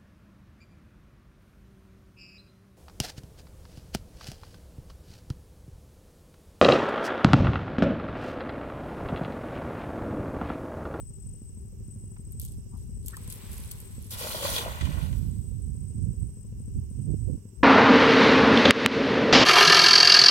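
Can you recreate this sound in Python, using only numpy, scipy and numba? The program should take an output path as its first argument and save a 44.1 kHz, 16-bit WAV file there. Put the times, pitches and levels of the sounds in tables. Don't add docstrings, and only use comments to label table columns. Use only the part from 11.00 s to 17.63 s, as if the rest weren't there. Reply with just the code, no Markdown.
import sys
import numpy as np
from scipy import signal
from scipy.fft import rfft, irfft, next_fast_len
from scipy.io import wavfile
from scipy.ndimage import map_coordinates
from numba import njit

SR = 44100
rng = np.random.default_rng(int(sys.argv[2]) if len(sys.argv) > 2 else 0)


def master_out(mix):
    frames = np.transpose(np.atleast_2d(mix))
    ceiling = np.clip(frames, -1, 1)
    pcm = np.round(ceiling * 32767).astype(np.int16)
    wavfile.write(sys.argv[1], SR, pcm)


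N = 292383
TIME = np.arange(N) / SR


# time in seconds, milliseconds by which the left side hears it first.
NET_FLIGHT = [(2.2, -.15), (2.55, -0.0015), (2.75, .16)]
def net():
    speed = net_speed()
    left, right = panned(jingle(speed) + swish(speed), left_db=-1.5)
    _, right = from_side(right, lead_ms=in_time(NET_FLIGHT)[0])
    return np.array([left, right])


def net_speed(swing_s=2.075, let_go_s=2.483, landing_s=3.1):
    speeding_db = 19.5 * np.minimum(TIME - let_go_s, 0)
    slowing_db = -18 * np.maximum(TIME - let_go_s, 0)
    return from_db(speeding_db + slowing_db) * held(swing_s, landing_s, attack=0.0082, release=0.032)


# start in seconds, ring level in dB, duller clack level in dB.
NET_CLICKS = [(1.3215, -32, -62), (1.398, -20.5, -36), (1.4163, -25, -44), (1.451, -25, -47),
              (1.461, -36, -44), (1.5206, -40, -50), (1.7744, -45, -58), (2.0607, -23.5, -46),
              (2.0684, -29, -48), (2.083, -20, -35), (2.168, -30, -35.5), (2.2762, -38, -40),
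              (2.301, -35, -34), (2.3249, -41, -30), (2.53, -30, -45), (2.7126, -29, -30),
              (2.716, -24, -37), (2.8021, -31, -46), (3.1073, -28, -38), (5.1947, -52, -60)]
# pitch in Hz, level in dB.
JINGLE_TONE = [(1600, -36), (2400, -15), (3300, -5.5), (6000, -6), (9000, 3), (12000, 5.5), (16000, -12)]
# start and end in seconds, level in dB.
MESH_PULLS = [(1.397, 1.471, -52), (1.765, 1.83, -64), (2.025, 2.053, -60), (2.296, 2.322, -46.5),
              (2.508, 2.546, -52.5), (2.575, 2.67, -63), (2.75, 2.8, -60), (3.041, 3.06, -55)]
def jingle(speed):
    clacks = sum(from_db(db) * burst(s, fade_s=.022, attack=.0001) for s, _, db in NET_CLICKS)
    rattles = sum(from_db(db - 26) * burst(s, fade_s=.09, attack=.003) for s, db, _ in NET_CLICKS)
    pulls = sum(from_db(db) * held(start, end, 0.0027, 0.052) for start, end, db in MESH_PULLS)
    rustle = speed ** 0.47 * from_db(-59.5 + 5.1 * drift(45))
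    metal = grains(9000, JINGLE_TONE, cycles=5, rise=0, spread_db=1, lead_ms=0, width_ms=.05)
    mesh = grains(2000, JINGLE_TONE, cycles=7, rise=0, spread_db=3.2, lead_ms=0, width_ms=.15)
    sound = click_rings(NET_CLICKS) + clacks * metal + (rattles + pulls + rustle) * mesh
    return filtered(sound, 3, 2200, "high")


def click_rings(hits):
    s, db, _ = np.repeat(hits, 12, axis=0).T
    pitch, lag = rng.random((len(s), 2)).T
    hz = 7500 + 8000 * pitch ** .8
    sizes = from_db(db - 6 - 4 * lag)
    rings = pings(s + .005 * lag ** 3, hz, sizes, cycles=30., rise=0., leads=np.zeros_like(s))
    return filtered(rings, 3, 5500, "high")


# pitch in Hz, level in dB.
SWISH_TONE = [(400, 13), (700, -1.5), (1000, 7), (1300, 1.5), (2500, 4), (4000, 0.5), (7000, -4.5),
              (16000, 1)]
def swish(speed):
    direct = from_db(-2.5) * noise(SWISH_TONE)[0]
    scattered = noise(SWISH_TONE)
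    return from_db(-50.5) * speed * rms_one(direct + scattered)


# pitch in Hz, level in dB.
SPRAY_TONE = [(1500, -25), (3000, -1), (4500, 4), (6500, 3.5), (10000, 7.5), (13000, 8), (16000, 7)]
PLOP_TONE = [(2200, -3), (2800, -6.5), (3250, 5.5), (3800, 0), (4700, -0.5), (5400, -12), (6200, -7),
             (9000, -11)]
BUBBLE_TONE = [(700, 0.5), (1100, 1.5), (1500, 4.5), (1700, 0.5), (1900, 1.5), (2400, -0.5), (3000, 0),
               (4200, -10), (8000, -37)]
# start in seconds, level in dB.
WATER_SLAPS = [(3.1994, -49), (3.562, -23), (3.579, -23.5), (3.8088, -26), (3.851, -34), (4.0068, -40),
               (4.0597, -45), (4.126, -43.5)]
def splash():
    spray = grains(11000, SPRAY_TONE, cycles=5.6, rise=0, spread_db=2, lead_ms=0.332, width_ms=0.062)
    plops = grains(2500, PLOP_TONE, cycles=25, rise=0.053, spread_db=1, lead_ms=0.306, width_ms=0.18)
    bubbles = grains(2500, BUBBLE_TONE, cycles=14, rise=0.29, spread_db=0, lead_ms=0.37, width_ms=0.17)
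    spray_gain = landing(-32.5, attack=0.009, release=0.03) + rain_back(-47.5, 11, release=0.42)
    plop_gain = landing(-36.5, attack=0.032, release=0.025) + rain_back(-46, 30, release=0.34)
    bubble_gain = landing(-40.5, attack=0.024, release=0.067) + rain_back(-46, 9.5, release=0.14)
    slaps = sum(from_db(db - 10) * burst(s, fade_s=0.052, attack=0.0015) for s, db in WATER_SLAPS)
    water = air_pockets()
    water += spray_gain * from_db(0.81 * drift(35)) * clustered(spray, depth_db=2, per_s=22)
    water += (plop_gain * from_db(2.2 * drift(30)) + slaps) * clustered(plops, depth_db=3.5, per_s=14)
    water += (bubble_gain + slaps) * clustered(bubbles, depth_db=-0.5, per_s=13)
    return panned(with_bank_echo(water, delay_ms=2, share=.45), left_db=.2)


# start in seconds, level in dB, first pitch in Hz.
POCKET_GULPS = [(3.209, -32.5, 508), (3.244, -27.5, 587), (3.265, -30, 576), (3.346, -24, 614),
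                (3.425, -28, 550), (3.446, -23, 545), (3.488, -32.5, 625), (3.592, -32.5, 454),
                (3.659, -22, 647)]
# pitch in Hz, level in dB.
CHURN_TONE = [(150, -5), (280, -6), (420, -9.5), (590, -0.5), (790, -4.5), (980, -7), (1150, -2.5),
              (1400, -13)]
def air_pockets():
    churn = grains(1200, CHURN_TONE, cycles=11, rise=0.14, spread_db=1.5, lead_ms=0.24, width_ms=0.093)
    churn_gain = landing(-37, attack=0.078, release=0.044) + rain_back(-46.5, 10.5, release=0.14)
    gulps = np.zeros(N)
    for s, db, hz in POCKET_GULPS:
        age = TIME - s
        ring = np.sin(2 * np.pi * hz * age * (1 + 2 * age))
        gulps += from_db(db + 3.5) * burst(s, fade_s=0.035, attack=0.0025) * ring
        churn_gain += from_db(db - 13.5) * burst(s, fade_s=0.1, attack=0.0046)
    return churn_gain * churn + from_side(gulps, lead_ms=0.19)


# start and end in seconds, strength in dB.
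LANDING_STAGES = [(3.102, 3.139, -6.5), (3.172, 3.42, -6), (3.42, 3.58, -1)]
def landing(db, attack, release):
    return sum(from_db(db + strength_db) * held(start, end, attack, release)
               for start, end, strength_db in LANDING_STAGES)


def rain_back(db, fade_db_per_s, release, start_s=3.6, end_s=4.002):
    faded_db = fade_db_per_s * np.maximum(TIME - start_s, 0)
    return from_db(db - faded_db) * held(start_s, end_s, 0.01, release)


def clustered(x, depth_db, per_s):
    hz, s, frames = signal.stft(x, SR, nperseg=512)
    place = np.meshgrid(s * per_s, 6 * np.log2(1 + hz / 600))
    patches = map_coordinates(rng.standard_normal((400, 40)), place, order=1)
    _, sound = signal.istft(frames * from_db(depth_db * patches), SR)
    return rms_one(sound[:, :N])


def with_bank_echo(x, delay_ms, share):
    late = np.array([delayed(side, delay_ms) for side in x])
    return x + share * filtered(late, 1, 2600, "low")


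# middle in seconds, level in dB, pitch in Hz,
# pitch range as a share of the pitch, length in seconds.
MUD_SQUELCHES = [(1.168, -56.5, 1450, 1.4, 0.0035), (1.75, -61, 977, 0.32, 0.019),
                 (2.14, -49.5, 1430, 0.35, 0.0084), (2.143, -46.5, 1810, 0.084, 0.0064),
                 (2.174, -52.5, 1100, 0.29, .004)]
def boots():
    out = np.zeros(N)
    for s, db, hz, width, length in MUD_SQUELCHES:
        edges_hz = [hz / (1 + width / 2), hz * (1 + width / 2)]
        squelch = filtered(rng.standard_normal(N), 2, edges_hz, "band")
        out += from_db(db) * swell(s, length) * rms_one(squelch)
    return from_side(out, lead_ms=-0.18)


# start and end in seconds, level in dB, how much louder on the left in dB.
WIND_GUSTS = [(0.235, 0.33, -41, -9), (0.74, 1.077, -48, 2), (1.302, 1.59, -39.5, 1),
              (1.709, 2.08, -38.5, 9), (2.49, 2.664, -43, -9), (2.924, 3.03, -41.5, -9),
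              (3.425, 3.796, -39.5, -9), (3.805, 4.416, -27.5, -28), (4.441, 4.907, -32, -35),
              (4.931, 5.111, -25.5, -17), (5.17, 5.27, -29, -17), (5.478, 5.944, -38, -3.5),
              (5.741, 5.793, -28, -27), (5.945, 6.35, -28, -31), (6.569, 6.7, -37.5, 21)]
# middle in seconds, level in dB, length in seconds.
WIND_SWIRLS = [(3.825, -26.5, 0.0065), (3.975, -31.5, 0.0098), (6.102, -25, 0.02), (6.143, -21, 0.005),
               (6.292, -21.5, 0.014), (6.342, -29.5, 0.012)]
# pitch in Hz, level in dB.
RUMBLE_TONE = [(15, -48), (28, -23), (48, 1.5), (70, 2.5), (105, -1.5), (160, -12.5), (250, -21),
               (400, -47.5), (800, -84.5), (2000, -96)]
FLUTTER_TONE = [(40, -14.5), (130, 12.5), (250, -2.5), (400, -18), (700, -48.5), (1500, -59), (3000, -102)]
SWIRL_TONE = [(45, -5), (90, -3), (150, 6.5), (250, -5), (400, -10.5), (700, -35.5), (1200, -57.5),
              (2500, -80)]
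BREEZE_TONE = [(20, -24), (35, -1), (55, 1.5), (90, -2.5), (150, -8), (250, -21.5), (450, -46.5)]
def wind(attack=0.0088, release=.012, lull_s=6.36, strong_gust_db=-25):
    breeze = from_db(-43 + 1.2 * drift(21)) * held(-1, lull_s, attack, release)
    gusts = sum(panned(from_db(db) * held(start, end, attack, release), left_db)
                for start, end, db, left_db in WIND_GUSTS)
    pressure = gusts / from_db(strong_gust_db)
    rumble = from_db(-25.5) * pressure ** 0.83
    flutter = from_db(-35.5 + 3.3 * drift(30)) * pressure ** 1.59
    swirls = sum(from_db(db) * swell(s, length) for s, db, length in WIND_SWIRLS)
    return (rumble * noise(RUMBLE_TONE) + flutter * noise(FLUTTER_TONE)
            + swirls * noise(SWIRL_TONE) * [[.05], [1]] + breeze * noise(BREEZE_TONE))


# start and end in seconds, level in dB.
LEFT_SONG = [(-0.1, 0.34, -48.5), (0.35, 0.7, -56), (0.83, 1.53, -53), (1.68, 2.1, -57), (2.11, 2.98, -52),
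             (3.06, 4.28, -55.5), (4.29, 5.45, -54.5), (5.58, 6.37, -56), (6.38, 6.7, -81)]
RIGHT_SONG = [(0.9, 1.65, -60.5), (2.02, 2.96, -63), (3.1, 3.96, -57), (4.3, 5.38, -59), (5.58, 6.7, -67)]
def crickets():
    left = cricket(chirps_per_s=15.4, pitch_hz=8135, sag_hz=140, rasp=.12)
    right = cricket(chirps_per_s=15.9, pitch_hz=8110, sag_hz=110, rasp=.1)
    blur = noise([(7500, -35), (7850, 5), (8080, 17.5), (8280, 10.5), (8600, -34)])
    blur *= from_db(3.8 * drift(45))
    loudness = np.array([sum(from_db(db) * held(start, end, 0.0067, .025) for start, end, db in rows)
                         for rows in (LEFT_SONG, RIGHT_SONG)])
    song = loudness * (np.array([left, right]) + from_db(-7.5) * blur)
    return from_db(-2.5) * song + from_db(-66.5) * blur


def cricket(chirps_per_s, pitch_hz, sag_hz, rasp):
    chirp = (chirps_per_s * TIME + 0.14 * drift(4.8)) % 1
    stroke = 3 * chirp
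    loudness = np.sin(np.pi * stroke) ** 2 * (stroke < 2) * from_db(0.82 * drift(56))
    hz = pitch_hz + sag_hz * (.5 - stroke % 1) + 45 * drift(120)
    roughness = 1 + rasp * drift(400)
    return rms_one(loudness * roughness * np.sin(2 * np.pi * np.cumsum(hz) / SR))


# time in seconds, firings per second.
ENGINE_PACE = [(0, 12.87), (2.8, 12.87), (3.4, 13.1), (4.2, 12.93), (6.63, 12.93)]
# pitch in Hz, level in dB.
THUD_TONE = [(40, 1), (80, 6.5), (125, 7.5), (175, -4.5), (208, 0), (250, -11), (310, -8.5), (350, -25.5),
             (400, -19), (520, -25), (700, -54.5), (950, -51), (1400, -57), (3000, -56)]
KNOCK_TONE = [(200, 19), (330, 3), (450, 5.5), (560, -5), (720, -24), (1000, -12.5), (1400, -28),
              (3000, -37)]
def engine():
    cycles = np.cumsum(in_time(ENGINE_PACE)[0]) / SR - .39
    firings = np.diff(np.floor(cycles), prepend=-1) * from_db(2 * drift(13))
    scatter = rng.standard_normal((3, SR // 4)) * from_db(-60 * TIME[:SR // 4] / 0.3)
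    banks = scatter[0] + .5 * scatter[1:]
    echoes = signal.fftconvolve(firings[None], banks, axes=1)[:, :N]
    thuds = coloured(firings, THUD_TONE) + from_db(3) * coloured(echoes, THUD_TONE)
    knock_gain = np.exp(-((cycles + .03) % 1) / .1)
    knocks = coloured(knock_gain * rng.standard_normal(N), KNOCK_TONE)
    return panned(from_db(-50.5) * thuds + from_db(-61) * knocks, left_db=2.5)


# pitch in Hz, level in dB.
INSECT_TONE = [(2300, -48), (2600, -7.5), (2800, -0.5), (3150, -14), (4400, -18), (4900, -3.5), (5750, 3.5),
               (6350, -4.5), (6800, 1), (7700, 1), (8600, 5), (9100, -14.5)]
AIR_TONE = [(100, 19), (600, 9), (950, 8), (1300, 2), (2500, 0), (4200, -6.5), (9000, -0.5), (12000, 4.5),
            (16000, 1.5)]
def marsh():
    insects = from_db(-67) * noise(INSECT_TONE) * from_db(0.88 * drift(3.4))
    air = from_db(-67.5) * noise(AIR_TONE)
    drone = from_db(-62) * noise([(340, -9), (390, -0.5), (450, -19.5)])
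    return panned(insects, left_db=-35) + air + panned(drone, left_db=18)


def grains(per_s, tone, cycles, rise, spread_db, lead_ms, width_ms):
    when, pitch, size, place = rng.random((int(per_s * N / SR), 4)).T
    low_hz, high_hz = tone[0][0], tone[-1][0]
    hz = low_hz * (high_hz / low_hz) ** pitch
    signs = np.sign(np.sin(np.arange(len(hz)) + 1))
    sizes = signs * hz * from_db(spread_db * np.minimum(-np.log(1 - size), 4))
    leads = (lead_ms + width_ms * (2 * place - 1)) / 1000
    return coloured(pings(when * N / SR, hz, sizes, float(cycles), float(rise), leads), tone)


@njit
def pings(starts, hz, sizes, cycles, rise, leads):
    out = np.zeros((2, N))
    for k in range(len(starts)):
        life = cycles / hz[k]
        for side in range(2):
            start = starts[k] + side * leads[k]
            for i in range(max(int(start * SR) + 1, 0), min(int((start + life) * SR), N)):
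                age = i / SR - start
                wave = np.sin(2 * np.pi * hz[k] * age * (1 + rise * age / life))
                out[side, i] += sizes[k] * np.exp(-6.9 * age / life) * wave
    return out


def coloured(x, tone):
    size = next_fast_len(N)
    hz, db = np.transpose(tone)
    log_hz = np.log(np.arange(1, size // 2 + 2) * SR / size)
    beyond = np.maximum(np.log(hz[0]) - log_hz, 0) + np.maximum(log_hz - np.log(hz[-1]), 0)
    shape = from_db(np.interp(log_hz, np.log(hz), db) - 40 * beyond)
    return rms_one(irfft(rfft(x, size) * shape, size)[..., :N])


def noise(tone):
    return coloured(rng.standard_normal((2, N)), tone)


def filtered(x, order, hz, kind):
    return signal.sosfilt(signal.butter(order, hz, kind, fs=SR, output="sos"), x)


def drift(per_s):
    points = rng.standard_normal(4000)
    return rms_one(np.interp(TIME * per_s, np.arange(len(points)), points))


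def burst(s, fade_s, attack):
    out, start = np.zeros(N), int(s * SR)
    age = TIME[:min(N - start, SR // 2)]
    out[start:start + len(age)] = (1 - np.exp(-age / attack)) * from_db(-60 * age / fade_s)
    return out


def swell(s, length):
    return np.exp(-.5 * ((TIME - s) / length) ** 2)


def held(start, end, attack, release):
    rise = 1 - np.exp(-np.maximum(TIME - start, 0) / attack)
    return rise * np.exp(-np.maximum(TIME - end, 0) / release)


def panned(x, left_db):
    ratio = from_db(left_db)
    return x * np.array([[ratio], [1]]) * np.sqrt(2 / (1 + ratio ** 2))


def from_side(x, lead_ms):
    return np.array([x, delayed(x, lead_ms)])


def delayed(x, ms):
    return np.interp(TIME - ms / 1000, TIME, x)


def in_time(rows):
    s, *columns = np.transpose(rows)
    return [np.interp(TIME, s, column) for column in columns]


def from_db(db):
    return 10 ** (np.asarray(db) / 20)


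def rms_one(x):
    return x / np.sqrt(np.mean(x ** 2) + 1e-20)


def scene():
    return net() + boots() + splash() + crickets() + engine() + wind() + marsh()


def record(dry):
    heard = filtered(dry, 2, 30, "high")
    return signal.sosfilt(signal.ellip(10, .2, 70, 15900, fs=SR, output="sos"), heard)


dry = scene()
out = record(dry)
master_out(out)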